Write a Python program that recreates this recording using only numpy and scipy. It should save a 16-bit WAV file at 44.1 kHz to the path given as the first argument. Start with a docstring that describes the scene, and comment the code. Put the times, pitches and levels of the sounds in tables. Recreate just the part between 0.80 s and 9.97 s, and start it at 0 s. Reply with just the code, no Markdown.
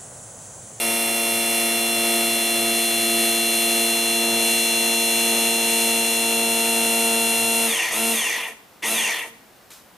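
"""A small room: a geared electric motor turns a lead screw and draws a wooden drawer in.
Everything that turns repeats with the shaft, so the whine is a comb of shaft orders over brush and
gear hiss. The switch is let go and pressed again twice; each time the motor coasts down, its loose
gears rattling. The drawer thuds softly as the screw halts, and a small scuff comes last."""
import sys
import numpy as np
from scipy import signal
from scipy.fft import rfft, irfft
from scipy.io import wavfile
from scipy.ndimage import uniform_filter1d, map_coordinates

SR = 44100
rng = np.random.default_rng(int(sys.argv[2]) if len(sys.argv) > 2 else 0)


def digitize_waveform(pressure):
    """Quantize a signal to 16-bit integers and store it at the path in sys.argv[1].

    Rows of a 2-D input are taken as channels; values are limited to [-1, 1].
    """
    field = np.atleast_2d(pressure).T
    bounded = np.clip(field, -1, 1)
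    quanta = np.round(bounded * 32767).astype(np.int16)
    wavfile.write(sys.argv[1], SR, quanta)


N = 404378
T = np.arange(N) / SR
START_SPEED_HZ, END_SPEED_HZ = 57.42, 57.27   # running shaft speed sags as the drawer comes in
GEAR_TURNS = 5   # shaft turns before the gear pattern repeats


def amp(db):
    """Decibels to gain."""
    return 10 ** (np.asarray(db) / 20)


def rms_one(x):
    """Scale each channel to rms 1."""
    return x / np.sqrt(np.mean(x ** 2, axis=-1, keepdims=True) + 1e-20)


def curve_db(points, hz):
    """Read an EQ curve on a log-frequency axis."""
    points = np.array(points, float)
    return np.interp(np.log(np.maximum(hz, 1)), np.log(points[:, 0]), points[:, 1])


def peaks_db(peaks, hz):
    """Sum of resonance peaks."""
    return sum(db / (1 + (2 * (hz - centre) / width) ** 2) for centre, width, db in peaks)


def butter(x, order, edges_hz, kind):
    """Butterworth filter."""
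    return signal.sosfilt(signal.butter(order, edges_hz, kind, fs=SR, output="sos"), x)


def colour(x, db_at):
    """Minimum-phase EQ with the given dB curve; one row per channel."""
    cepstrum = irfft(db_at(np.fft.rfftfreq(8192, 1 / SR)) * np.log(10) / 20)
    cepstrum[1:4096] *= 2
    cepstrum[4097:] = 0
    impulse = irfft(np.exp(rfft(cepstrum)))
    return signal.oaconvolve(np.atleast_2d(x), impulse[None], axes=1)[:, :N]


def drift(rate_hz):
    """Smooth random wander, spread about 1."""
    return map_coordinates(rng.standard_normal(2000), [T * rate_hz], order=3, mode="wrap")


def room_tone(level_db=-50.5, side_db=-7.5):
    """A quiet bed of air and microphone noise, mono in the bass."""
    # Colour of the bed: frequency_hz, relative_db
    air_eq = [(18, -40), (30, -14), (164, -6), (192, -3), (341, -5.5), (852, -5.5), (2300, -13),
              (7080, -19.5), (13600, -20), (15500, -15)]
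    air = colour(rng.standard_normal((2, N)), lambda hz: curve_db(air_eq, hz))
    mid, side = amp(level_db) * rms_one(air)
    return mid + amp(side_db) * butter(side, 2, 130, "high") * [[1], [-1]]


def room_reverb(x, t60_s=.52, mid_db=-15.0):
    """Two unrelated diffuse tails: one sits in the centre, the other gives the stereo width."""
    # Side tail against the direct sound: frequency_hz, gain_db
    side_eq = [(60, -26), (110, -34), (200, -38), (380, -19.5), (700, -22.5), (1290, -12.5), (2380, -14.5),
               (4400, -13.5), (8120, -8), (15000, -13.5)]
    t = T[:SR // 2]
    tails = rng.standard_normal((2, len(t))) * amp(-60 * t / t60_s) * (t > .004)
    mid, wide = signal.oaconvolve(x[None], rms_one(tails) / np.sqrt(len(t)), axes=1)[:, :N]
    side = colour(wide, lambda hz: curve_db(side_eq, hz))[0]
    return amp(mid_db) * mid + side * [[1], [-1]]


def scuff(start_s=8.904, length_s=.17, dull_db=-55.0, bright_db=-42.5):
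    """A short brushing sound in two noise bands: sharp attack, then dying away."""
    envelope = (T >= start_s) * np.clip(1 - (T - start_s) / length_s, 0, 1) ** 1.6
    out = 0
    for db, edges_hz in ((dull_db, [300, 2000]), (bright_db, [1500, 13000])):
        band = butter(rng.standard_normal(N), 1, edges_hz, "band")
        out = out + rms_one(band) * amp(db) * envelope
    return out


def drawer_thud(start_s=7.715, pitch_hz=224, gain_db=-36.0, attack_s=.012, t60_s=.15):
    """The drawer thuds as the screw halts: one low damped note with a rounded attack."""
    t = np.maximum(T - start_s, 0)
    envelope = amp(gain_db - 60 * t / t60_s) * (1 - np.exp(-t / attack_s))
    return envelope * np.sin(2 * np.pi * pitch_hz * t)


def body_db(hz):
    """Colour that housing, drawer and microphone give the hiss."""
    # Broad hiss spectrum at full speed: frequency_hz, level_db_per_hz
    body_eq = [(25, -86), (45, -84), (70, -86), (150, -80), (300, -73), (750, -70), (1400, -76),
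               (1900, -70.5), (3500, -72), (4100, -76), (5200, -77), (6200, -72), (7600, -75.5),
               (8400, -69), (11500, -68.5), (13000, -73.5), (15800, -83)]
    # Housing resonances: centre_hz, width_hz, boost_db
    housing_modes = [(230, 30, 6.5), (455, 40, 4), (560, 60, 3), (740, 70, 5), (910, 50, 3),
                     (1010, 50, 1.5), (1870, 100, 2), (2360, 120, 1.5), (2730, 80, 7), (3450, 160, 3),
                     (6300, 100, 1), (6800, 100, 4.5), (8200, 150, 3), (9600, 150, 3), (10700, 150, 1)]
    return curve_db(body_eq, hz) + peaks_db(housing_modes, hz)


def path_db(hz):
    """Colour of the path that carries whine and rattle out of the housing."""
    # Broad response of the path: frequency_hz, gain_db
    path_eq = [(60, -30), (180, -27), (300, -18), (800, -12), (1200, -14), (1600, -16), (1850, 2),
               (3650, -2.5), (3900, -15), (4150, -5.5), (5000, -10), (6300, -1.5), (7500, -10), (8500, -3),
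               (12000, -3), (14000, -10)]
    # Narrow resonances of drawer and frame: centre_hz, width_hz, boost_db
    frame_modes = [(226, 18, 20), (345, 24, 8), (457, 18, 17), (688, 30, 8), (915, 30, 10), (1010, 25, 15),
                   (1900, 100, 4), (2380, 100, 4), (2750, 70, 9), (3440, 90, 6), (6300, 120, 6),
                   (6850, 100, 5), (8350, 120, 6), (9620, 120, 6), (10700, 150, 5)]
    return curve_db(path_eq, hz) + peaks_db(frame_modes, hz)


def motor_motion(spin_up_s=.023, sag_s=3.0):
    """Spin-ups and coast-downs: pace (share of full speed), shaft speed in Hz, and power (0 to 1)."""
    # Switch presses: on_s, off_s, coasting_loss_hz_per_s
    presses = [(-1.0, 6.861, 136), (7.106, 7.322, 133), (8.021, 8.13, 150)]
    full_hz = END_SPEED_HZ + (START_SPEED_HZ - END_SPEED_HZ) * np.exp(-T / sag_s)
    speed_hz, power = np.zeros(N), np.zeros(N)
    for on, off, loss in presses:
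        from_hz = speed_hz[max(int(on * SR), 0)]
        driven_hz = full_hz - (full_hz - from_hz) * np.exp(-np.clip(T - on, 0, off - on) / spin_up_s)
        lost_hz = loss * np.maximum(T - off, 0)
        speed_hz = np.where(T >= on, np.maximum(driven_hz - lost_hz, 0), speed_hz)
        power[(T >= on) & (T < off)] = 1
    return np.clip(speed_hz / full_hz, 0, 1), speed_hz, uniform_filter1d(power, size=400)


def backlash(pace, shake_turns=.009, running_slack=.0012):
    """The shaft angle shakes when the gears are not pressed together; a little stays at full speed."""
    return shake_turns * np.sqrt(1 - pace + running_slack) * drift(150.0)


def unbalance(turns, pace, level_db=-52.0):
    """Shaft unbalance: an unsteady hum at twice the turning rate, gone as soon as the motor slows."""
    return amp(level_db + 3.5 * drift(11.0)) * pace ** 8.0 * np.cos(4 * np.pi * turns)


def gear_rattle(pace, gain_db=-12.5, rumble_boost_db=6.5):
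    """Loose gears chatter and rumble whenever the motor turns below its running speed."""
    looseness = (1 - pace) ** .5 * pace ** .95
    chatter = butter(rng.standard_normal(N), 1, [450, 2500], "band")
    rumble = butter(rng.standard_normal(N), 2, [300, 1500], "band")
    return amp(gain_db + 1.5 * drift(35.0)) * looseness * (chatter + amp(rumble_boost_db) * rumble)


def friction_hiss(turns, pace, crossover_hz=4500):
    """Gear friction below, brush friction above, throbbing once and twice a turn, fading as it slows."""
    throb = 1 + .18 * np.cos(2 * np.pi * turns) + .25 * np.cos(4 * np.pi * turns + 1.3)
    noise = rng.standard_normal((2, N)) * np.sqrt(SR / 2) * throb
    gear = butter(noise[0], 3, crossover_hz, "low") * amp(.6 * drift(11.0)) * pace ** .8
    brush = butter(noise[1], 3, crossover_hz, "high") * amp(-.8 + .6 * drift(13.0)) * pace ** .75
    return gear + brush


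def play_cycle(partials, turns, size=2 ** 16):
    """Build a wavetable of one gear cycle from complex partials and read it at the shaft's angle."""
    cycle = irfft(partials, size) * size / np.sqrt(2)
    return np.interp(turns / GEAR_TURNS % 1 * size, np.arange(size + 1), np.append(cycle, cycle[0]))


def motor_whine(turns, pace, power, bars=12, travel_s=6.84, spread_db=4.2, waver_db=.9, wobble_rad=2.3):
    """Magnetic hum, commutator bar tones and gear partials; their balance morphs as the drawer travels."""
    # Loudest partials at full speed, by drawer position:
    # shaft_order, out_db, one_third_in_db, two_thirds_in_db, in_db
    strong_orders = [(4, -33, -32.5, -32, -31), (6, -35, -30, -34, -38), (8, -39, -40.5, -35, -33),
                     (10, -41, -45, -45, -46), (12, -33, -33, -35.5, -32.5), (16, -40, -56, -40, -36.5),
                     (22, -44, -45, -48, -55), (24, -44, -49, -53, -40), (38, -40, -44, -49, -52),
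                     (40, -44.5, -41.5, -41, -43), (47, -41, -39, -38.5, -41), (48, -30, -29.5, -29.5, -28),
                     (49, -46, -39, -38.5, -40), (52, -48, -44.5, -42, -42), (60, -37, -32, -33.5, -35),
                     (72, -38, -31, -32, -34), (96, -41, -41, -40, -44), (108, -58, -44, -37, -47),
                     (120, -48, -39, -39, -40), (142, -48, -45, -40, -45), (144, -39, -42, -42, -39),
                     (146, -50, -40, -39, -35), (156, -52, -54, -41, -43), (158, -43, -38, -39, -46),
                     (168, -49, -46, -42, -32.5), (182, -49, -49, -38, -39), (184, -38, -41, -50, -51),
                     (191, -42, -38, -41, -43)]
    strong = np.array(strong_orders)
    order = np.arange(1400) / GEAR_TURNS
    hz = order * END_SPEED_HZ
    from_bar = np.abs(order - bars * np.round(order / bars))
    is_hum = order <= 30
    is_bar = (from_bar == 0) & ~is_hum

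    # The weaker partials follow the hiss colour, lifted by kind; the first match counts.
    kinds, lifts_db = zip((order % 1 > 0, 8.5),   # gear partials between whole orders
                          (from_bar == 1, 17.0),
                          (order % 2 > 0, 13.5),
                          (from_bar == 0, 22.0),
                          (from_bar == 2, 21.0))
    weak_db = body_db(hz) + np.select(kinds, lifts_db, default=18.0) - 4.0 * is_hum

    # Sideband phases wobble the bar tones once a turn: 0 rad leans to tremolo, pi to vibrato.
    phase = np.exp(2j * np.pi * rng.random(len(order)))
    bar_bins = np.arange(2, 22) * bars * GEAR_TURNS
    below, above = bar_bins - GEAR_TURNS, bar_bins + GEAR_TURNS
    phase[below] = np.exp(1j * wobble_rad) * phase[bar_bins] ** 2 / phase[above]

    # Each family ducks in its own way while the motor coasts or spins up.
    coasting, spinning_up = (1 - power) * (1 - pace), power * (1 - pace)
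    hum_gain = amp(-40.0 * coasting - 9.0 * spinning_up + waver_db * drift(6.0))
    bar_gain = amp(-.3 * (1 - power) - 60.0 * spinning_up + .7 * drift(1.5))
    rest_gain = amp(-10.0 * coasting - 9.0 * spinning_up + waver_db * drift(9.0))

    travel = np.clip(T / travel_s, 0, 1)
    out = 0
    for position in range(4):
        crossfade = np.maximum(1 - np.abs(3 * travel - position), 0)
        level_db = weak_db + spread_db * rng.standard_normal(len(order))
        level_db[strong[:, 0].astype(int) * GEAR_TURNS] = strong[:, position + 1]
        # The path's EQ cancels at full speed; slower partials sweep through its resonances.
        partials = amp(level_db - path_db(hz)) * phase * (order >= 1)
        for family, gain in ((is_hum, hum_gain), (is_bar, bar_gain), (~(is_hum | is_bar), rest_gain)):
            out = out + crossfade * gain * play_cycle(partials * family, turns)
    return out * pace ** .55


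def scene(take_up_s=1.1, take_up_db=-.8):
    """The motor sounds through housing and drawer; thud and scuff join it in the room."""
    pace, speed_hz, power = motor_motion()
    turns = np.cumsum(speed_hz) / SR + backlash(pace)
    whine = motor_whine(turns, pace, power)
    low_hum = unbalance(turns, pace)
    drive = colour(whine + gear_rattle(pace), path_db)[0]
    hiss = colour(friction_hiss(turns, pace), body_db)[0]
    swell = amp(take_up_db * np.clip(1 - T / take_up_s, 0, 1))   # until the screw bears its full load
    direct = (drive + hiss) * swell + low_hum + drawer_thud() + scuff()
    return direct + room_reverb(direct) + room_tone()


def record(dry, cutoff_hz=16050):
    """The image leans slightly left, and a steep low-pass takes off the very top."""
    lowpass = signal.cheby2(14, 70, cutoff_hz, fs=SR, output="sos")
    return signal.sosfilt(lowpass, dry * amp([[.2], [-.2]]))


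dry = scene()
out = record(dry)
digitize_waveform(out)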